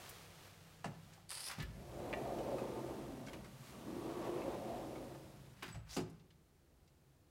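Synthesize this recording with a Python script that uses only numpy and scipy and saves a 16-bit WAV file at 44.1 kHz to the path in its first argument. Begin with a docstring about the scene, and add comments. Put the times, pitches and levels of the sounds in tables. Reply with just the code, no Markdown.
"""Shoes and clothes, made of fine noise grains, rustle over a low hum that fades into the quiet room.
A sliding glass door is unlatched (ringing metal and glass) and peeled off its squealing weather seal.
It rolls open on wheels that jolt a rough track, with drones, rattles and one ping of the rail.
Clothes brush the frame as someone steps out, and the door rolls back.
It bumps the jamb, squeaks as a thin whistle, swishes into the seal and knocks shut."""
import sys
import numpy as np
from scipy import signal
from scipy.fft import rfft, irfft
from scipy.io import wavfile
from scipy.ndimage import uniform_filter1d

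SR = 44100
rng = np.random.default_rng(int(sys.argv[2]) if len(sys.argv) > 2 else 0)


def dump_mix(stems):
    """Bounce the given channels to the path in sys.argv[1] as a 16-bit WAV at rate SR."""
    frames = np.atleast_2d(stems).T  # one column per channel
    limited = np.clip(frames, -1, 1)  # hard clip at full scale
    pcm = np.round(limited * 32767).astype(np.int16)
    wavfile.write(sys.argv[1], SR, pcm)


N = 322088
T = np.arange(N) / SR   # time of every sample [s]

# Ways the track and the floor under it ring: (pitch [Hz], level [dB], time to fall 60 dB [s])
TRACK = [(41, -21, 0.27), (51.7, -8.5, 0.36), (77.5, -3.5, 0.13), (106.3, -5, 0.18), (129.8, 0, 0.28),
         (149.3, -7, 0.34), (185.3, 1.5, 0.17), (229, 3.5, 0.11), (270.6, 1, 0.12), (319, 2.5, 0.16),
         (350.3, 1, 0.28), (376.6, -2.5, 0.14), (442.5, -6, 0.16), (497.5, 0, 0.12), (545.3, -2, 0.31),
         (583, -6, 0.33), (645.3, -1.5, 0.15), (716, 4.5, 0.087), (774, 2.5, 0.081), (887.3, 0.5, 0.15),
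         (980, -41, 0.068), (1052, -4.5, 0.15), (1160, -1, 0.1), (1221, 3, 0.11)]
# Ways the metal frame and latch ring: (pitch [Hz], level [dB], time to fall 60 dB [s])
FRAME = [(459, -3.5, 0.23), (568, 0, 0.12), (650, -6, 0.24), (702, -2.5, 0.23), (758, -2, 0.13),
         (817.5, -0.5, 0.14), (856, -6, .19), (1066, -24, 0.12), (1156, -10, .13), (1318, -2.5, 0.24),
         (1455, -2, 0.15), (1740, 4, 0.14), (2000, 2, 0.092), (2340, -9, 0.072), (2730, 3, 0.049),
         (2825, -6, 0.049), (3840, -5, .08), (4830, 5, 0.2), (4960, -11, 0.26), (4950, -1, .2),
         (7840, -8, .1), (8340, -10, .13)]
# Rolling loudness while the door opens, which stands for its speed: (time [s], level [dB])
OPENING = [(1.7, -61), (2.0, -43), (2.3, -38.5), (2.56, -39.5), (2.72, -40.5), (2.85, -41), (3.2, -49),
           (3.35, -51.5), (3.58, -62)]
# The same while it closes: (time [s], level [dB])
CLOSING = [(3.66, -60.5), (3.93, -43), (4.06, -40), (4.17, -41), (4.26, -38.5), (4.72, -41), (4.88, -44.5),
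           (5.02, -46), (5.5, -64.5), (5.58, -76)]

RUB_JUDDER_DB, RUB_JUDDER_PER_S = 2, 83   # the rub catches and lets go


def from_db(db):
    """Turn decibels into a plain gain."""
    return 10 ** (np.asarray(db) / 20)


def rms_one(x):
    """Scale a sound to an average (rms) level of 1."""
    return x / np.sqrt(np.mean(x ** 2) + 1e-20)


def even(x):
    """Hold the running level at rms 1, keeping the fast flutter."""
    return x / np.sqrt(uniform_filter1d(x * x, size=SR // 7) + 1e-12)


def in_time(rows):
    """Columns of a curve at every sample."""
    times, *columns = np.transpose(rows)
    return [np.interp(T, times, column) for column in columns]


def during(start, end, fade):
    """Gain of one from start to end, fading outside."""
    return np.clip(1 + np.minimum(T - start, end - T) / fade, 0, 1)


def swell(s, db, rise, fall):
    """Gain that grows to a peak at time s and dies away."""
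    return from_db(db) * np.exp(-np.maximum((s - T) / rise, (T - s) / fall))


def wobble(depth_db, per_s):
    """Wandering gain of a contact that bears unevenly."""
    times = np.arange(0, 8, 1 / 200)
    r = np.exp(-2 * np.pi * per_s * times[1])
    slow = signal.lfilter([1], [1, -2 * r, r * r], rng.standard_normal(len(times)))
    return from_db(depth_db * np.interp(T, times, rms_one(slow)))


def at_hz(points, hz):
    """Read a curve drawn over a logarithmic pitch scale."""
    f, value = np.transpose(points)
    return np.interp(np.log(hz + 1e-3), np.log(f), value)


def colour(x, spectrum):
    """Give x a spectrum that falls away steeply past its ends; rms 1."""
    hz = np.arange(len(x) // 2 + 1) * SR / len(x) + 1e-3
    low_end = 1 / np.sqrt(1 + (.8 * spectrum[0][0] / hz) ** 8)
    high_end = 1 / np.sqrt(1 + (.8 * hz / spectrum[-1][0]) ** 8)
    shape = from_db(at_hz(spectrum, hz)) * low_end * high_end
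    return rms_one(irfft(rfft(x) * shape, len(x)))


def band(x, low_hz, high_hz, order=2):
    """Keep only the pitches between two limits."""
    sos = signal.butter(order, [low_hz, min(high_hz, .45 * SR)], "band", fs=SR, output="sos")
    return signal.sosfilt(sos, x + 1e-18)


def ring(x, hz, t60):
    """A unit click sets a sine of height 1 ringing."""
    r, w = from_db(-60 / (t60 * SR)), 2 * np.pi * hz / SR
    return signal.lfilter([0, np.sin(w)], [1, -2 * r * np.cos(w), r * r], x + 1e-18)


def body(x, modes):
    """Drive several rings side by side, with alternating signs."""
    return sum((-1) ** k * from_db(db) * ring(x, hz, t60) for k, (hz, db, t60) in enumerate(modes))


def struck(modes, centre_hz, octaves, t):
    """The modes near a centre pitch ring out, each in its own phase; rms 1 at the start."""
    hz, level_db, t60 = np.transpose(modes)[:, :, None]
    weight = from_db(level_db) / (1 + (np.abs(np.log2(hz / centre_hz)) / octaves) ** 3)
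    swing = np.sin(2 * np.pi * (hz * t + rng.random(hz.shape))) * from_db(-60 * t / t60)
    return np.sum(weight * swing, axis=0) / np.sqrt(np.sum(weight ** 2) / 2)


def moving_ring(x, hz, width_hz):
    """A resonance whose centre can glide; it keeps the power of white input."""
    turn, r = np.exp(2j * np.pi * np.cumsum(hz) / SR), np.exp(-np.pi * width_hz / SR)
    return np.sqrt(2 * (1 - r * r)) * np.real(turn * signal.lfilter([1], [1, -r], x / turn + 1e-18))


def grains(per_s, spread_db):
    """Random clicks of uneven size, at about unit power."""
    born = rng.random(N) < per_s / SR
    sizes = rms_one(from_db(spread_db * np.minimum(rng.exponential(1, N), 4)))
    return born * sizes * rng.choice([-1, 1], N) * np.sqrt(SR / per_s)


def add(out, s, x):
    """Mix x into out, starting at time s."""
    i = max(int(s * SR), 0)
    out[i:i + len(x)] += x[:N - i]


def room(x, wet_db):
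    """Direct sound plus a diffuse tail that dies octave by octave; soft surfaces dull its treble."""
    # How long the room rings: (pitch [Hz], time to fall 60 dB [s])
    room_t60 = [(60, 1.15), (130, 1.05), (255, .45), (400, .45), (600, .7), (1000, .62), (2000, .68),
                (6000, .6), (14000, .3)]
    wall_loss_db, wall_hz = 10, 1760   # carpet and blinds soak up the treble of the tail
    t, tail = T[:SR], 0
    for hz in 45 * 2. ** np.arange(9):
        fading = from_db(-60 * t / at_hz(room_t60, hz * np.sqrt(2)))
        tail = tail + band(rng.standard_normal(SR), hz, 2 * hz) * fading
    tail = tail * np.clip(t / 0.0033, 0, 1)
    lows = signal.sosfilt(signal.butter(1, wall_hz, fs=SR, output="sos"), x + 1e-18)
    reflected = lows + from_db(-wall_loss_db) * (x - lows)
    return x + from_db(wet_db) * signal.fftconvolve(reflected, tail / np.sqrt(np.sum(tail ** 2)))[:N]


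def background():
    """Shoes and clothes rustle in grains over a ringing hum, then only the noise of the air is left."""
    # Shoes and clothes brushing: (time [s], level [dB], rise [s], fall [s])
    step_rows = [(.08, -55.5, 0.43, 0.32), (.45, -61, 0.12, 0.095), (.68, -66.5, 0.3, 0.28),
                 (1.15, -65.5, 0.64, 0.13)]
    # Colour of the rustle: (pitch [Hz], level per Hz [dB])
    rustle_spectrum = [(150, -49), (250, -9), (282, -4), (536, -0.5), (605, -2.5), (745, -1), (950, -4.5),
                       (1320, -4), (1420, -6), (1870, -6), (3740, -8.5), (15800, -19.5)]
    # Low drone of the room: (pitch [Hz], level [dB], time to fall 60 dB [s])
    hum_modes = [(55.3, 0.5, 0.17), (92, -5, 0.37), (135, 4.5, 0.35), (165.2, 2, 0.54), (203, 1, 0.15)]
    # Steady tones in the hum: (pitch [Hz], level against the drone [dB])
    hum_tones = [(99, -1.5), (166, -6)]
    # Colour of the quiet air: (pitch [Hz], level per Hz [dB])
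    air_spectrum = [(15, -12), (25, -14), (64, 0), (102, -1.5), (113, -20.5), (133, 2), (189, -11),
                    (352, -10), (381, -13), (1180, -24), (3480, -30.5), (4210, -29.5), (4810, -31),
                    (15800, -35)]
    hum_db, hum_end_s, hum_fade_s, air_db = -67, 1.07, 0.64, -69
    steps = np.sqrt(sum(swell(*row) ** 2 for row in step_rows))
    rustle = steps * colour(grains(6000, 0.91), rustle_spectrum)
    tones = sum(from_db(db) * np.sqrt(2) * np.sin(2 * np.pi * (hz * T + rng.random()))
                for hz, db in hum_tones)
    drone = even(body(rng.standard_normal(N), hum_modes))
    hum = from_db(hum_db) * during(0, hum_end_s, hum_fade_s) * (drone + tones)
    air = from_db(air_db) * colour(rng.standard_normal(N), air_spectrum)
    return rustle + hum + air


def ticks():
    """Grit, sill and handle give brief clicks; the duller ones set the frame ringing more."""
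    # Small ticks: (time [s], level [dB], centre pitch [Hz])
    tick_rows = [(0.091, -47, 13000), (1.133, -60, 5100), (1.175, -62.5, 870), (1.622, -53.5, 13200),
                 (3.264, -54, 5000), (5.627, -52.5, 13000), (6.097, -65, 8760), (6.195, -67.5, 3440),
                 (6.304, -64, 2960), (6.875, -68, 4480)]
    tick_s, ring_db, ring_below_hz = 0.01, -3, 2700   # fall time, ring against click, where the ring weakens
    out, t = np.zeros(N), T[:SR // 4]
    for s, db, hz in tick_rows:
        noise = band(rng.standard_normal(len(t)), hz / 2, hz * np.sqrt(2))
        click = rms_one(noise) * np.exp(-t / tick_s)
        ring_gain = from_db(ring_db) / (1 + (hz / ring_below_hz) ** 4)
        frame = ring_gain * struck(FRAME, hz, 0.52, t)
        add(out, s, from_db(db) * (click + frame) * (1 - np.exp(-6 * t / tick_s)))
    return out


def scuffs():
    """Dry scrapes of grains, some brief and some slower, judder as the door peels, rolls and shuts."""
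    # Dry scuffs: (time [s], level [dB], rise [s], fall [s])
    scuff_rows = [(1.319, -50, 0.0045, 0.011), (1.373, -52.5, 0.0034, 0.014), (1.515, -46, 0.026, 0.025),
                  (1.59, -53.5, 0.03, 0.027), (4.27, -64, 0.17, 0.068), (5.69, -57.5, 0.072, 0.05),
                  (5.875, -63.5, 0.0067, 0.041)]
    # Their colour, duller than the rub of the seal: (pitch [Hz], level per Hz [dB])
    scuff_spectrum = [(350, -10), (900, -0.5), (2000, 0.5), (3300, -5.5), (5000, -7), (7500, -12.5),
                      (15000, -19)]
    surges = np.sqrt(sum(swell(*row) ** 2 for row in scuff_rows))
    judder = wobble(RUB_JUDDER_DB, RUB_JUDDER_PER_S)
    return surges * judder * colour(grains(3500, 1.8), scuff_spectrum)


def squeak():
    """A narrow band of noise whistles thinly as the door is pressed against the jamb."""
    # The whistle swells twice: (time [s], level [dB], rise [s], fall [s])
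    squeak_rows = [(5.729, -58, .008, 0.01), (5.775, -76, 0.066, 0.025)]
    squeak_hz = 7880
    whistle = rms_one(band(rng.standard_normal(N), squeak_hz - 50, squeak_hz + 50))
    return sum(swell(*row) for row in squeak_rows) * whistle


def seal():
    """The strip sticks and slips ever faster: slips ring a shrill resonance and overtone, over a dry rub."""
    # The seal slides on the jamb, peeling off and seating again: (time [s], length [s], attack [s],
    # first slip rate [per s], last slip rate [per s], squeal level [dB], swell over the stroke [dB],
    # first pitch [Hz], last pitch [Hz], width [Hz], first overtone [dB], last overtone [dB], rub level [dB])
    strokes = [(1.286, 0.2, 0.02, 220, 2200, -51, 2, 4780, 5250, 563, 4.5, 0, -58),
               (5.881, 0.09, 0.033, 2000, 2600, -57, 6, 4800, 7140, 1490, -26, 6, -59)]
    # The seal breaks loose in jerks: (time [s], click height [dB])
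    jerks = [(1.2939, -29), (1.3058, -23), (1.3155, -24), (1.332, -32), (1.344, -27), (1.353, -25),
             (1.382, -32), (1.406, -24), (1.442, -27)]
    # Colour of the dry rub: (pitch [Hz], level per Hz [dB])
    rub_spectrum = [(300, 1), (900, 7), (2000, 4.5), (3500, 6.5), (7000, -5), (13000, -5), (15500, -6)]
    squeal_fall_db_per_s, rub_fall_db_per_s = 400, 300   # the seal lets go
    glide_power = 2.8   # the pitch climbs late in the stroke
    sympathy_hz, sympathy_width_hz, sympathy_db = 5150, 70, -17   # the frame sings along with the squeal
    out, rub_power = np.zeros(N), 0
    for (s, length, attack, first_rate, last_rate, squeal_db, swell_db,
         first_hz, last_hz, width_hz, first_db, last_db, rub_db) in strokes:
        progress = np.clip((T - s) / length, 0, 1)
        onset = np.clip((T - s) / attack, 0, 1)
        after = np.clip(T - s - length, 0, 1)
        per_s = first_rate * (last_rate / first_rate) ** progress
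        hz = first_hz + (last_hz - first_hz) * progress ** glide_power
        overtone = from_db(first_db + (last_db - first_db) * progress ** 5)
        strength = onset * from_db(squeal_db + swell_db * progress - squeal_fall_db_per_s * after)
        slips = strength * (0.68 * grains(per_s, 1.9) + 0.73 * rng.standard_normal(N))
        slips = slips * wobble(depth_db=1.5, per_s=93)
        for jerk_s, db in jerks:
            if abs(jerk_s - s) < length:
                add(slips, jerk_s, from_db([db]))
        squeal = moving_ring(slips, hz, width_hz)
        squeal = squeal + overtone * moving_ring(slips, 1.92 * hz, width_hz=1600)
        out += band(squeal, 1500, 11200, order=3) / np.sqrt(1 + overtone ** 2)
        rub_power = rub_power + (onset * from_db(rub_db - rub_fall_db_per_s * after)) ** 2
    half_width = sympathy_width_hz / 2
    sympathy = from_db(sympathy_db) * band(out, sympathy_hz - half_width, sympathy_hz + half_width, order=1)
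    judder = wobble(RUB_JUDDER_DB, RUB_JUDDER_PER_S)
    rub = np.sqrt(rub_power) * judder * colour(grains(4500, 4.3), rub_spectrum)
    return out + sympathy + rub


def blows():
    """Metal snaps, the frame clacks and rings, and the heavy panel swells into a thud."""
    # Blows on the door: (time [s], thud [dB], thud centre [Hz], clack [dB, 8 added below],
    # clack centre [Hz], frame ring [dB], snap [dB, 5 taken off below], latch ring [dB], latch pitch [Hz],
    # rise of all but the thud [s])
    blow_rows = [(0.843, -51, 198, -51.5, 765, -43.5, -45.5, -50.5, 2810, 0.00054),
                 (0.852, -36, 168, -65, 990, -62, -66, -57, 2810, 0.0016),
                 (1.581, -35.5, 137, -61, 444, -63, -71, -70, 4980, 0.0025),
                 (1.599, -51.5, 303, -54.5, 2030, -51, -64, -56, 2000, 0.0023),
                 (1.620, -41.5, 77, -59.5, 2000, -54, -67, -52, 2340, 0.0022),
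                 (5.623, -45, 285, -50, 1490, -48.5, -54, -62, 4700, 0.0024),
                 (5.681, -44, 140, -71, 990, -62, -69, -62, 4700, 0.006),
                 (5.742, -39.5, 95, -61.5, 800, -54.5, -53, -70, 2810, 0.0042),
                 (5.965, -28.5, 265, -48, 650, -44.5, -38.5, -53, 4900, 0.0014),
                 (5.999, -37.5, 135, -61, 646, -72, -50, -70, 2810, 0.005)]
    # Glass panel struck on its edge: (pitch [Hz], level [dB], time to fall 60 dB [s])
    panel = [(53.5, -0.5, 1), (70, -7, 0.92), (112.2, 1, 0.31), (140, -4, 0.45), (160.6, 4, 0.18),
             (184, 1.5, 0.22), (221.7, -4.5, 0.25), (272.4, 4, 0.15), (331, -6.5, 0.43), (364, 3.5, 0.26),
             (416, 5.5, 0.14), (448.6, -3.5, 0.18), (550, -3, 0.13)]
    # Colour of metal on metal: (pitch [Hz], level per Hz [dB])
    snap_spectrum = [(1500, -4), (2800, 5.5), (3400, -2), (4500, 1), (7500, -2), (10000, -6.5),
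                     (13000, -23), (15500, -18)]
    thud_octaves = .65   # how far from its centre a blow reaches the panel's modes
    snap_fall_s, clack_fall_s = 0.019, 0.02071
    out, t = np.zeros(N), T[:SR]
    for s, thud_db, thud_hz, clack_db, clack_hz, frame_db, snap_db, latch_db, latch_hz, rise in blow_rows:
        build_up = 1 - np.exp(-t / .014)
        damping = .5 + .5 / (1 + (t / .065) ** 4)   # the gasket takes up the first swings
        thud = from_db(thud_db) * struck(panel, thud_hz, thud_octaves, t) * build_up * damping
        frame = from_db(frame_db) * struck(FRAME, clack_hz, 0.66, t)
        clack_noise = rms_one(band(rng.standard_normal(SR), clack_hz / 2, clack_hz * 2))
        clack = from_db(clack_db + 8.0) * clack_noise * np.exp(-t / clack_fall_s)
        snap_noise = colour(rng.standard_normal(SR), snap_spectrum)
        snap = from_db(snap_db - 5.0) * snap_noise * np.exp(-t / snap_fall_s)
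        latch = from_db(latch_db) * struck(FRAME, latch_hz, 0.16, t)
        add(out, s, thud + (frame + latch + clack + snap) * (1 - np.exp(-t / rise)))
    return out


def ping():
    """A wheel snaps over a burr and chatters: each short crack sets the rail ringing."""
    # Snaps at the burr: (time [s], click height [dB])
    snap_rows = [(2.1292, -3.5), (2.1352, -10), (2.1372, -1.5)]
    # Ways the rail rings: (pitch [Hz], level [dB], time to fall 60 dB [s])
    rail = [(1773, -3.5, 0.092), (1900, 0, .06), (1965, -9, .06), (2250, -8, .07), (2340, -8.5, 0.096),
            (2760, -5, 0.083), (2870, -16, 0.066), (3520, -16, .05), (3920, -17, 0.054)]
    rail_db, burr_db, burr_hz, burr_t60_s = -41, -25, 2250, 0.0044
    snaps = np.zeros(N)
    for s, db in snap_rows:
        add(snaps, s, from_db([db]))
    crack = band(ring(snaps, burr_hz, burr_t60_s), 1500, 7000, order=1)
    return from_db(burr_db) * crack + from_db(rail_db) * body(snaps, rail)


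def rattles():
    """The panel knocks against its track, rings and bounces once, over a short thump of the track."""
    # Rattles, each ringing at two pitches: (time [s], low level [dB], low pitch [Hz],
    # high level [dB], high pitch [Hz], knock level [dB], thump level [dB])
    rattle_rows = [(2.386, -69, 1330, -57, 3000, -55, -62), (2.583, -45.5, 1220, -60, 2546, -52.5, -57),
                   (3.272, -52.5, 1530, -56, 2200, -59, -55), (3.284, -66, 920, -56, 3210, -53.5, -49),
                   (3.332, -58, 1060, -55, 2900, -49.5, -41.5), (3.445, -59, 1090, -63, 2140, -56.5, -52),
                   (4.419, -54, 2150, -56, 2620, -58, -65), (4.957, -56, 1235, -57, 2200, -63, -40),
                   (5.148, -55, 836, -64, 1770, -62, -44)]
    ring_t60_s, bounce_db, knock_s = 0.074, -6, 0.0098
    thump_hz, thump_damping_s = 440, 0.067   # the wheel drops back onto the track
    out, t = np.zeros(N), T[:SR // 4]
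    click = 1. * (t == 0)
    for s, low_db, low_hz, high_db, high_hz, knock_db, thump_db in rattle_rows:
        rings = body(click, [(low_hz, low_db, ring_t60_s), (high_hz, high_db, ring_t60_s)])
        bounce_s = rng.uniform(0.0102, 0.01092)
        for delay, loss_db in ((0, 0), (bounce_s, bounce_db)):
            noise = rms_one(band(rng.standard_normal(len(t)), 760, 2150, order=1))
            knock = from_db(knock_db) * noise * np.exp(-t / knock_s)
            add(out, s + delay, from_db(loss_db) * (knock + rings))
        thump = from_db(thump_db) * struck(TRACK, thump_hz, 1.0, t)
        add(out, s, thump * np.exp(-t / thump_damping_s) * (1 - np.exp(-t / knock_s)))
    return out


def drones():
    """A rough patch drives one narrow resonance of a wheel, which swells, may glide, and fades."""
    # Brief drones: (time [s], level [dB], rise [s], fall [s], pitch [Hz], glide [Hz per s])
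    drone_rows = [(2.3, -49, 0.072, 0.098, 695, 0), (2.53, -44.5, 0.074, 0.063, 564, -100),
                  (3.19, -51.5, 0.43, 0.097, 266, 1), (4.04, -53, 0.056, 0.034, 352, 67),
                  (4.27, -54, 0.3, 0.13, 1122, -150), (4.33, -49, 0.056, 0.068, 339, 0),
                  (4.72, -43, 0.024, 0.056, 689, 611), (4.48, -47.5, 0.054, 0.074, 541, 1),
                  (5.0, -52.5, 0.04, 0.055, 549, 0)]
    out = 0
    for s, db, rise, fall, hz, glide in drone_rows:
        pitch = hz + glide * np.clip(T - s, -.2, .2)
        tone = even(moving_ring(rng.standard_normal(N), pitch, width_hz=20))
        out = out + swell(s, db, rise, fall) * tone
    return band(out, 177, 1100)


def travel():
    """Speed adds up to the door's place, which sets growl pitch and the balance of rumble and whirr."""
    # The two passes: (speed curve, share of the track and direction, low boom of the track at the reference
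    # level [dB], # lean towards the track's rumble [dB])
    passes = [(OPENING, 0.95, -53, -2.5), (CLOSING, -0.99, -55.5, 0.84)]
    # Sound at each place of the door: (share open, growl pitch [Hz], rumble over whirr before the lean [dB])
    places = [(0, 606, 1.5), (.26, 626, -2), (.55, 450, 1.5), (.8, 340, 7), (.9, 273, 5), (1, 255, -3)]
    speed_law_db = 25   # rolling gains this much for ten times the speed
    level_db, = in_time(OPENING + CLOSING)
    place, lean_db, boom_db = np.zeros(N), [], []
    for curve, direction, boom, lean in passes:
        start, end = curve[0][0], curve[-1][0]
        speed = 10 ** (level_db / speed_law_db) * (T >= start) * (T < end)
        place += direction * np.cumsum(speed) / speed.sum()
        lean_db += [(start, lean), (end, lean)]
        boom_db += [(start, boom), (end, boom)]
    share, hz, place_balance_db = np.transpose(places)
    growl_hz = np.interp(place, share, hz)
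    balance_db = np.interp(place, share, place_balance_db) + in_time(lean_db)[0]
    return level_db, in_time(boom_db)[0], growl_hz, balance_db


def rolling():
    """Wheels jolt over a rough track and set it growling; grit crunches and the brush strip hisses."""
    # Colour of the grit: (pitch [Hz], level per Hz [dB])
    grit_spectrum = [(240, -88), (400, 0.5), (504, -12.5), (544, -17), (611, -5), (720, -11), (832, -14),
                     (890, -10), (1090, -15), (1440, -23.5), (4000, -34), (5200, -49), (8800, -120)]
    # Colour of the brush strip: (pitch [Hz], level per Hz [dB])
    brush_spectrum = [(880, -3), (1500, -3.5), (1740, -5.5), (2270, -5.5), (2960, -6.5), (6830, -11),
                      (11400, -13.5), (15000, -17.5), (15800, -17)]
    # Clothes brush past the frame: (time [s], level [dB], rise [s], fall [s])
    swishes = [(3.69, -64, 0.11, 0.088)]
    reference_db = -36   # rolling level at which boom, grit and brush have their stated levels
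    grit_db, brush_db = -48, -60
    boom_follows, grit_follows, brush_follows = 0.17, 0.89, 0.34   # shares of the rolling's swing in dB
    rumble_db, whirr_db = -4, -6   # levels of the rumble and whirr against the rolling loudness
    wobble_db, wobble_per_s = 1.25, 13   # the wheels bear unevenly on the track

    level_db, boom_db, growl_hz, balance_db = travel()
    swing_db = level_db - reference_db
    share = from_db(level_db) / np.sqrt(1 + from_db(2 * balance_db))   # splits power by the balance
    jolts = grains(1800, 2.5)
    grit = grains(4500, 2)
    track = body(jolts + 0.36 * moving_ring(jolts, growl_hz, width_hz=146), TRACK)

    boom = from_db(boom_db + boom_follows * swing_db) * even(band(track, 35, 158.4, order=3))
    rumble_gain = wobble(wobble_db, wobble_per_s) * share * from_db(rumble_db + balance_db)
    rumble = rumble_gain * even(band(track, 224, 434, order=3))
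    whirr_gain = wobble(wobble_db, wobble_per_s) * share * from_db(whirr_db)
    whirr = whirr_gain * even(band(track, 443, 1080, order=3))
    crunch_gain = wobble(wobble_db, wobble_per_s) * from_db(grit_db + grit_follows * swing_db)
    crunch = crunch_gain * even(colour(grit, grit_spectrum))
    hiss = from_db(brush_db + brush_follows * swing_db) + sum(swell(*swish) for swish in swishes)
    brush = hiss * colour(grains(9000, 1.0), brush_spectrum)
    moving = during(OPENING[0][0], CLOSING[-1][0], 0.25)
    return (boom + rumble + whirr + crunch + brush) * moving


def scene():
    """The door's contacts in the room, its rolling, and the background."""
    hard_contacts = room(blows() + ping(), wet_db=-10.5)
    light_contacts = room(ticks() + rattles() + seal() + scuffs() + squeak(), wet_db=-8.0)
    return (hard_contacts + light_contacts + rolling() + drones() + background())[None]


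def record(dry):
    """A steep filter cuts the highest treble."""
    cutoff_hz = 15850
    return signal.sosfilt(signal.ellip(12, .1, 80, cutoff_hz, fs=SR, output="sos"), dry)


dry = scene()
out = record(dry)
dump_mix(out)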